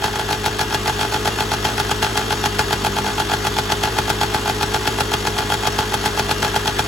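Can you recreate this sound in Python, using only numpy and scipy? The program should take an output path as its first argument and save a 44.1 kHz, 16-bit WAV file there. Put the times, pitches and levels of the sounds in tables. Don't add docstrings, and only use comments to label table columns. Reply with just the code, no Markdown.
import sys
import numpy as np
from scipy import signal
from scipy.fft import rfft, irfft
from scipy.io import wavfile
from scipy.ndimage import uniform_filter1d

SR = 44100
rng = np.random.default_rng(int(sys.argv[2]) if len(sys.argv) > 2 else 0)


def int16_out(signal):
    q = np.round(np.clip(np.atleast_2d(signal).T, -1, 1) * 32767)
    wavfile.write(sys.argv[1], SR, q.astype(np.int16))


def ratio(d):
    e = np.asarray(d, float) / 20
    return 10 ** e


N = 302967

TURN_S = 0.01905
FULL_BARK_DB = -16


def firings():
    # port opening in seconds, bark in dB, turn before in dB.
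    catches = [(0.1566, -15.5, -21), (1.275, -13, -14.5), (1.5367, -15, -14.5), (1.799, -12, -16),
               (1.913, -12.5, -18), (2.3252, -13.5, -14.5), (2.458, -12, -15.5), (2.7275, -12, -16.5),
               (2.8657, -13.5, -14.5), (2.9855, -14.5, -16.5), (3.469, -12.5, -16), (3.5861, -12.5, -17),
               (3.986, -11, -19.5), (4.0998, -11.5, -18), (4.2322, -14, -13), (4.6294, -12, -15.5),
               (5.0056, -11, -16.5), (5.137, -12, -17), (5.2709, -13, -18), (5.9405, -12.5, -18.5),
               (6.1945, -12, -16.5), (6.3118, -12, -16), (6.5614, -12, -18), (6.7924, -11, -35)]
    # port opening in seconds, bark in dB, turn before in dB, turn after in dB.
    builds = [
        (0.3282, -14, -14, -20),
        (0.745, -12, -16.5, -33),
        (3.0836, -18.5, -16.5, -19.5),
        (3.3357, -12.5, -15, -35),
        (4.4967, -14, -15, -32),
        (5.5398, -14.5, -13.5, -33),
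        (5.6724, -12, -16.5, -37),
    ]
    # port opening in seconds, bark in dB, turn before in dB, turn after in dB.
    swells = [(0.1946, -15.5, -24, -18.5), (0.4609, -11.5, -17, -17.5), (.612, -13, -15, -19),
              (.878, -13, -16.5, -15.5), (1.1423, -14, -18.5, -16.5), (1.4054, -13.5, -16.5, -19),
              (2.5924, -10.5, -35, -17), (3.2002, -14, -16, -19.5), (3.7204, -12.5, -17, -23),
              (4.7437, -12, -23, -17), (4.875, -12.5, -19.5, -23), (6.0586, -12.5, -18.5, -18.5),
              (6.4469, -14.5, -13, -19.5), (6.6762, -12.5, -16.5, -19.5)]
    # port opening in seconds, bark in dB, turn before in dB, turn after in dB.
    fades = [
        (0.0418, -12.5, -19, -17),
        (1.0112, -14.5, -16.5, -16),
        (1.6498, -11.5, -31.5, -16.5),
        (2.0268, -12.5, -31, -15.5),
        (2.1749, -13.5, -18.5, -17.5),
        (3.836, -12.5, -26, -16),
        (4.345, -11.5, -24, -20),
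        (5.3859, -13, -19.5, -19),
        (5.7877, -11, -27, -18),
    ]
    lead_turn_s, trail_turn_s = 0.0194, 0.0186
    build_db, fade_db = -2.5, (-2, -12.5)
    bangs = catches + builds + swells + fades
    rows = [(s, db) for s, db, *_ in bangs]
    rows += [(s - lead_turn_s, before) for s, _, before, *_ in bangs]
    rows += [(s - 2 * lead_turn_s, before + build_db) for s, _, before, _ in builds]
    burning = len(rows)
    rows += [(s + trail_turn_s, after) for s, _, _, after in builds + swells + fades]
    for s, _, _, after in fades:
        rows += [(s + (k + 2) * TURN_S, after + db) for k, db in enumerate(fade_db)]
    s, bark_db = np.transpose(rows)
    rattle_db = -27.5 + 1.71 * (bark_db - FULL_BARK_DB)
    rattle_db = rattle_db + 0.96 * rng.standard_normal(len(s))
    rattle_db[burning:] -= 1.5
    rattle_db = np.minimum(rattle_db, -20.5)
    return np.array([s, bark_db, rattle_db])[:, np.argsort(s)]


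def crank():
    sag = 0.006
    s, bark_db, rattle_db = firings()
    lit = np.concatenate([[0], np.cumsum(np.round(np.diff(s) / TURN_S))]).astype(int) + 2
    turn = np.arange(lit[-1] + 6)
    anchor = np.array([0, *lit, turn[-1]])
    first_s = s[0] - lit[0] * TURN_S
    last_s = s[-1] + (turn[-1] - lit[-1]) * TURN_S
    times = np.interp(turn, anchor, [first_s, *s, last_s])
    after = np.searchsorted(anchor, turn)
    since = turn - anchor[np.maximum(after - 1, 0)]
    times -= sag * TURN_S * since * (anchor[after] - turn)
    bark = ratio(-33.5 + 0.5 * rng.standard_normal(len(turn)))
    rattle = np.zeros(len(turn))
    bark[lit], rattle[lit] = ratio(bark_db), ratio(rattle_db)
    return times, bark, rattle


def exhaust(times, bark):
    # frequency in Hz, level in dB re bark, T60 in seconds.
    pipe = [(674, -6, 0.022), (770, -4, 0.055), (852, 1, 0.105), (1540, -10, 0.07), (1195, -16.5, 0.21),
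            (1370, -3, 0.034), (1681, -9, 0.054), (2517, -4, 0.015), (3288, -4, 0.02), (4107, -8, 0.018),
            (4465, -20, 0.035)]
    chance = rng.standard_normal((len(times), 2 * len(pipe))).T
    out = 0
    for k, (hz, db, t60) in enumerate(pipe):
        slip = 0.00011 * k + 0.1 * chance[-1 - k] / hz
        blasts = spikes(times + slip, bark * ratio(db + 1.05 * chance[k]))
        out = out + ring_one_turn(blasts, hz, t60)
    return 1.077 * out


def breathing(times, bark):
    # delay after port opening in ms, width in ms, level in dB, sign.
    pumping = [
        (5.5, 6.2, -17.5, -1),
        (7.55, 1.0, -18.5, 1),
        (11, .7, -30, 1),
        (15.8, 1.2, -22, 1),
    ]
    # delay after port opening in ms, width in ms, level in dB re bark, sign.
    puff = [
        (3.8, .8, -9, 1),
        (5.5, 6.2, -3, -1),
        (8, 1.2, -9, 1),
        (11.2, .85, -2, 1),
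        (14.8, 1.3, -7, -1),
    ]
    # frequency in Hz, T60 in seconds, level in dB, share of bark (ratio).
    intake = (411, .11, -22.5, .5)
    # frequency in Hz, T60 in seconds, level in dB.
    frame = (201, 1, -46)
    wobble = ratio(1.0 * rng.standard_normal((len(times), 2))).T
    cold = np.clip(1 - (bark / ratio(FULL_BARK_DB)) ** 2, 0, 1)
    bark = bark * np.sqrt(1 - cold)
    hz, t60, db, share = intake
    kick_s = times - 0.0003 + 0.0038 * (cold > 0.5)
    kicks = spikes(kick_s, np.maximum(ratio(db) * wobble[0], share * bark))
    frame_hz, frame_t60, frame_db = frame
    hum = ring(spikes(times, ratio(frame_db)), frame_hz, frame_t60)
    rocking = ring(spikes(times + 0.0105, bark * ratio(-18)), 63, 0.3)
    cold_air = humps(times, ratio(1) * cold * wobble[1], pumping)
    hot_air = humps(times, ratio(0.5) * bark, puff)
    return cold_air - ring_one_turn(kicks, hz, t60) + hum - rocking + hot_air


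def head(times, rattle):
    # frequency in Hz, level in dB per Hz.
    knock_colour = [(500, -2.5), (1500, -0.5), (3200, 1), (5000, -2), (7000, -7), (10000, -6), (13000, -8),
                    (16500, -17.5)]
    # frequency in Hz, level in dB per Hz.
    clatter_colour = [(450, -1), (700, -5), (1300, -6.5), (2200, -12.5), (3300, -10), (5000, -16),
                      (12000, -21), (16500, -29)]
    likeness = 0.66
    burn = swell(times + 0.00045, rattle, 2.06, 8.6)
    burn += 0.5 * swell(times - 0.006, rattle, 0.29, 7.7)
    burn += 0.43 * swell(times + 0.00069, rattle, 0.15, 0.94)
    rough = pair(likeness) * ratio(1.96 * flicker(700))
    knock = level(fins(colour(rough, knock_colour)), 3.6) * burn
    effort = ratio(1.5 * rng.standard_normal(len(times)))
    busy = 1 + 0.85 * swell(times - 0.006, effort, 2.8, 9.0)
    ticks = pair(likeness) * ratio(1.51 * rng.exponential(size=N))
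    return knock + level(fins(colour(busy * ticks, clatter_colour)), -25)


def fins(x):
    # frequency in Hz, width in Hz, level in dB over the broad rattle, left minus right in dB.
    modes = [(1237, 40, -2, -8.5), (1460, 59, -16.5, -3), (1685, 89, 4, -1.5), (2797, 14, 4, 0),
             (3116, 20, -12, -4), (3485, 39, -2.5, -11.5), (3760, 14, 0, -8), (4550, 240, -3, -1),
             (5395, 41, -1, 14), (5626, 30, -1.5, 24), (6310, 87, 3.5, 0), (6870, 50, 6.5, 1),
             (7910, 76, 2, -4)]
    lean = np.array([[0.5], [-0.5]])
    total = x
    for hz, width, db, pan_db in modes:
        struck = x * ratio(3 * flicker(60))
        peak = signal.lfilter(*signal.iirpeak(hz, hz / width, SR), struck)
        total = total + ratio(db + pan_db * lean) * peak
    return signal.sosfilt(signal.butter(4, 230, "high", fs=SR, output="sos"), total)


def ring_one_turn(x, hz, t60):
    age = np.arange(int(1.1 * TURN_S * SR)) / SR
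    fade = np.clip((age[-1] - age) / 0.004, 0, 1) * np.clip(0.3 + age / 0.002, 0, 1)
    wave = np.sin(2 * np.pi * hz * age) * ratio(-60 * age / t60) * fade
    return signal.fftconvolve(x, wave)[:N]


def ring(x, hz, t60):
    r, w = np.exp(-np.log(1000) / (t60 * SR)), 2 * np.pi * hz / SR
    return signal.lfilter([0, np.sin(w)], [1, -2 * r * np.cos(w), r * r], x)


def spikes(times, sizes):
    at = np.round(times * SR).astype(int)
    inside = (at >= 0) & (at < N)
    return np.bincount(at[inside], (sizes + 0 * times)[inside], N)


def humps(times, sizes, shape):
    ms = np.arange(-SR // 40, SR // 40) / SR * 1000
    wave = sum(sign * ratio(db) * np.exp(-0.5 * ((ms - at) / width) ** 2) for at, width, db, sign in shape)
    return signal.fftconvolve(spikes(times, sizes), wave, "same")


def swell(times, sizes, rise_ms, fall_ms):
    ms = np.arange(-SR // 40, SR // 40) / SR * 1000
    rise = np.exp(np.minimum(ms, 0) / rise_ms)
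    fall = np.exp(-np.maximum(ms, 0) / fall_ms)
    return signal.fftconvolve(spikes(times, sizes), np.where(ms < 0, rise, fall), "same")


def pair(likeness):
    mid, side = rng.standard_normal((2, N))
    likeness = np.clip(likeness, 0, 1)
    return np.sqrt(1 + likeness) * mid + np.sqrt(1 - likeness) * side * np.array([[1], [-1]])


def flicker(rate):
    hold = int(SR / rate)
    steps = np.repeat(rng.standard_normal(N // hold + 1), hold)
    return 1.07 * uniform_filter1d(steps, hold)[:N]


def level(x, db):
    return x * ratio(db) / np.sqrt(np.mean(x ** 2))


def colour(x, points):
    hz = np.maximum(np.fft.rfftfreq(x.shape[-1], 1 / SR), 1)
    f, db = np.transpose(points)
    return irfft(rfft(x) * ratio(np.interp(np.log(hz), np.log(f), db)), x.shape[-1])


def approach():
    # time in seconds, level in dB.
    near = [(0, -1.5), (0.499, -2), (1, -0.5), (3, -0.5), (5, -0.5), (6.87, -0.5)]
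    return ratio(np.interp(np.arange(N) / SR, *np.transpose(near)))


def yard(engine):
    # frequency in Hz, level in dB.
    tail_colour = [(300, -30), (700, -10), (1500, 0), (4000, -2), (7000, -14), (16000, -24)]
    t60_s, tail_db = 0.08, -13
    age = np.arange(SR // 5) / SR
    tail = colour(rng.standard_normal((2, len(age))), tail_colour) * ratio(-60 * age / t60_s)
    tail = tail * ratio(tail_db) / np.sqrt(np.mean(np.sum(tail ** 2, axis=1)))
    return signal.fftconvolve(engine, tail, axes=1)[:, :N]


def street():
    # frequency in Hz, level in dB per Hz.
    rumble = [(30, -20), (60, 0), (200, -4), (600, -14), (3000, -30)]
    return level(colour(pair(0.9), rumble), -46)


def scene():
    times, bark, rattle = crank()
    engine = exhaust(times, bark) + breathing(times, bark) + head(times, rattle)
    engine = engine * approach()
    return engine + yard(engine) + street()


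def ports(dry):
    # frequency in Hz, left minus right in dB.
    balance = [(60, 3), (200, 1.5), (380, 2.5), (800, -2.0), (1290, 1.5), (2380, 3.0), (4400, 2.0),
               (15000, 0.0)]
    # frequency in Hz, lead of the left in radians.
    phase = [(0, 0), (1720, -0.5), (3530, 0.7), (5340, 0.6), (5600, 0.1), (7490, 0)]
    hz = np.fft.rfftfreq(N, 1 / SR) + 1
    f, db = np.transpose(balance)
    lean = np.interp(np.log(hz), np.log(f), db)
    flips = sum(np.clip((hz - 7890 - k * 2090) / 880 + 0.5, 0, 1) for k in range(4))
    half = ratio(lean / 2) * np.exp(0.5j * (np.interp(hz, *np.transpose(phase)) - np.pi * flips))
    band = (hz < 16000) / np.sqrt(1 + (45.3 / hz) ** 18)
    left, right = rfft(dry) * np.array([half, 1 / half]) * band
    return hz, left, right


def gaps(hz, table, width):
    return ratio(sum(db * np.exp(-((hz - mid) / (width * half)) ** 8) for mid, half, db in table))


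def sum_and_difference(dry, hz, left, right):
    # frequency in Hz, half width in Hz, level in dB.
    sum_gaps = [(560, 70, -6), (8980, 440, -70), (13180, 520, -70)]
    # frequency in Hz, half width in Hz, level in dB.
    difference_gaps = [(6930, 520, -70), (11070, 560, -70), (15500, 1000, -70)]
    versions = []
    for width in (1.3, 0.8, 0.02):
        both = (left + right) * gaps(hz, sum_gaps, width)
        apart = (left - right) * gaps(hz, difference_gaps, width)
        versions.append(irfft(np.array([both, apart]) / 2, N))
    wide, narrow, shut = versions
    power = uniform_filter1d(dry[0] ** 2, SR // 43)
    need = power / power.mean() + 0.5 * flicker(20)
    some, much = (uniform_filter1d(1.0 * (need > edge), SR // 100) for edge in (1.1, 2.5))
    mid, side = wide + some * (narrow - wide) + much * (shut - narrow)
    return np.array([mid + side, mid - side])


def band_limit(x):
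    return signal.sosfilt(signal.butter(12, 16820, fs=SR, output="sos"), x)


def record(dry):
    dry = np.tanh(0.94 * dry) / 0.96
    hz, left, right = ports(dry)
    mix = sum_and_difference(dry, hz, left, right)
    return band_limit(mix)


dry = scene()
out = record(dry)
int16_out(out)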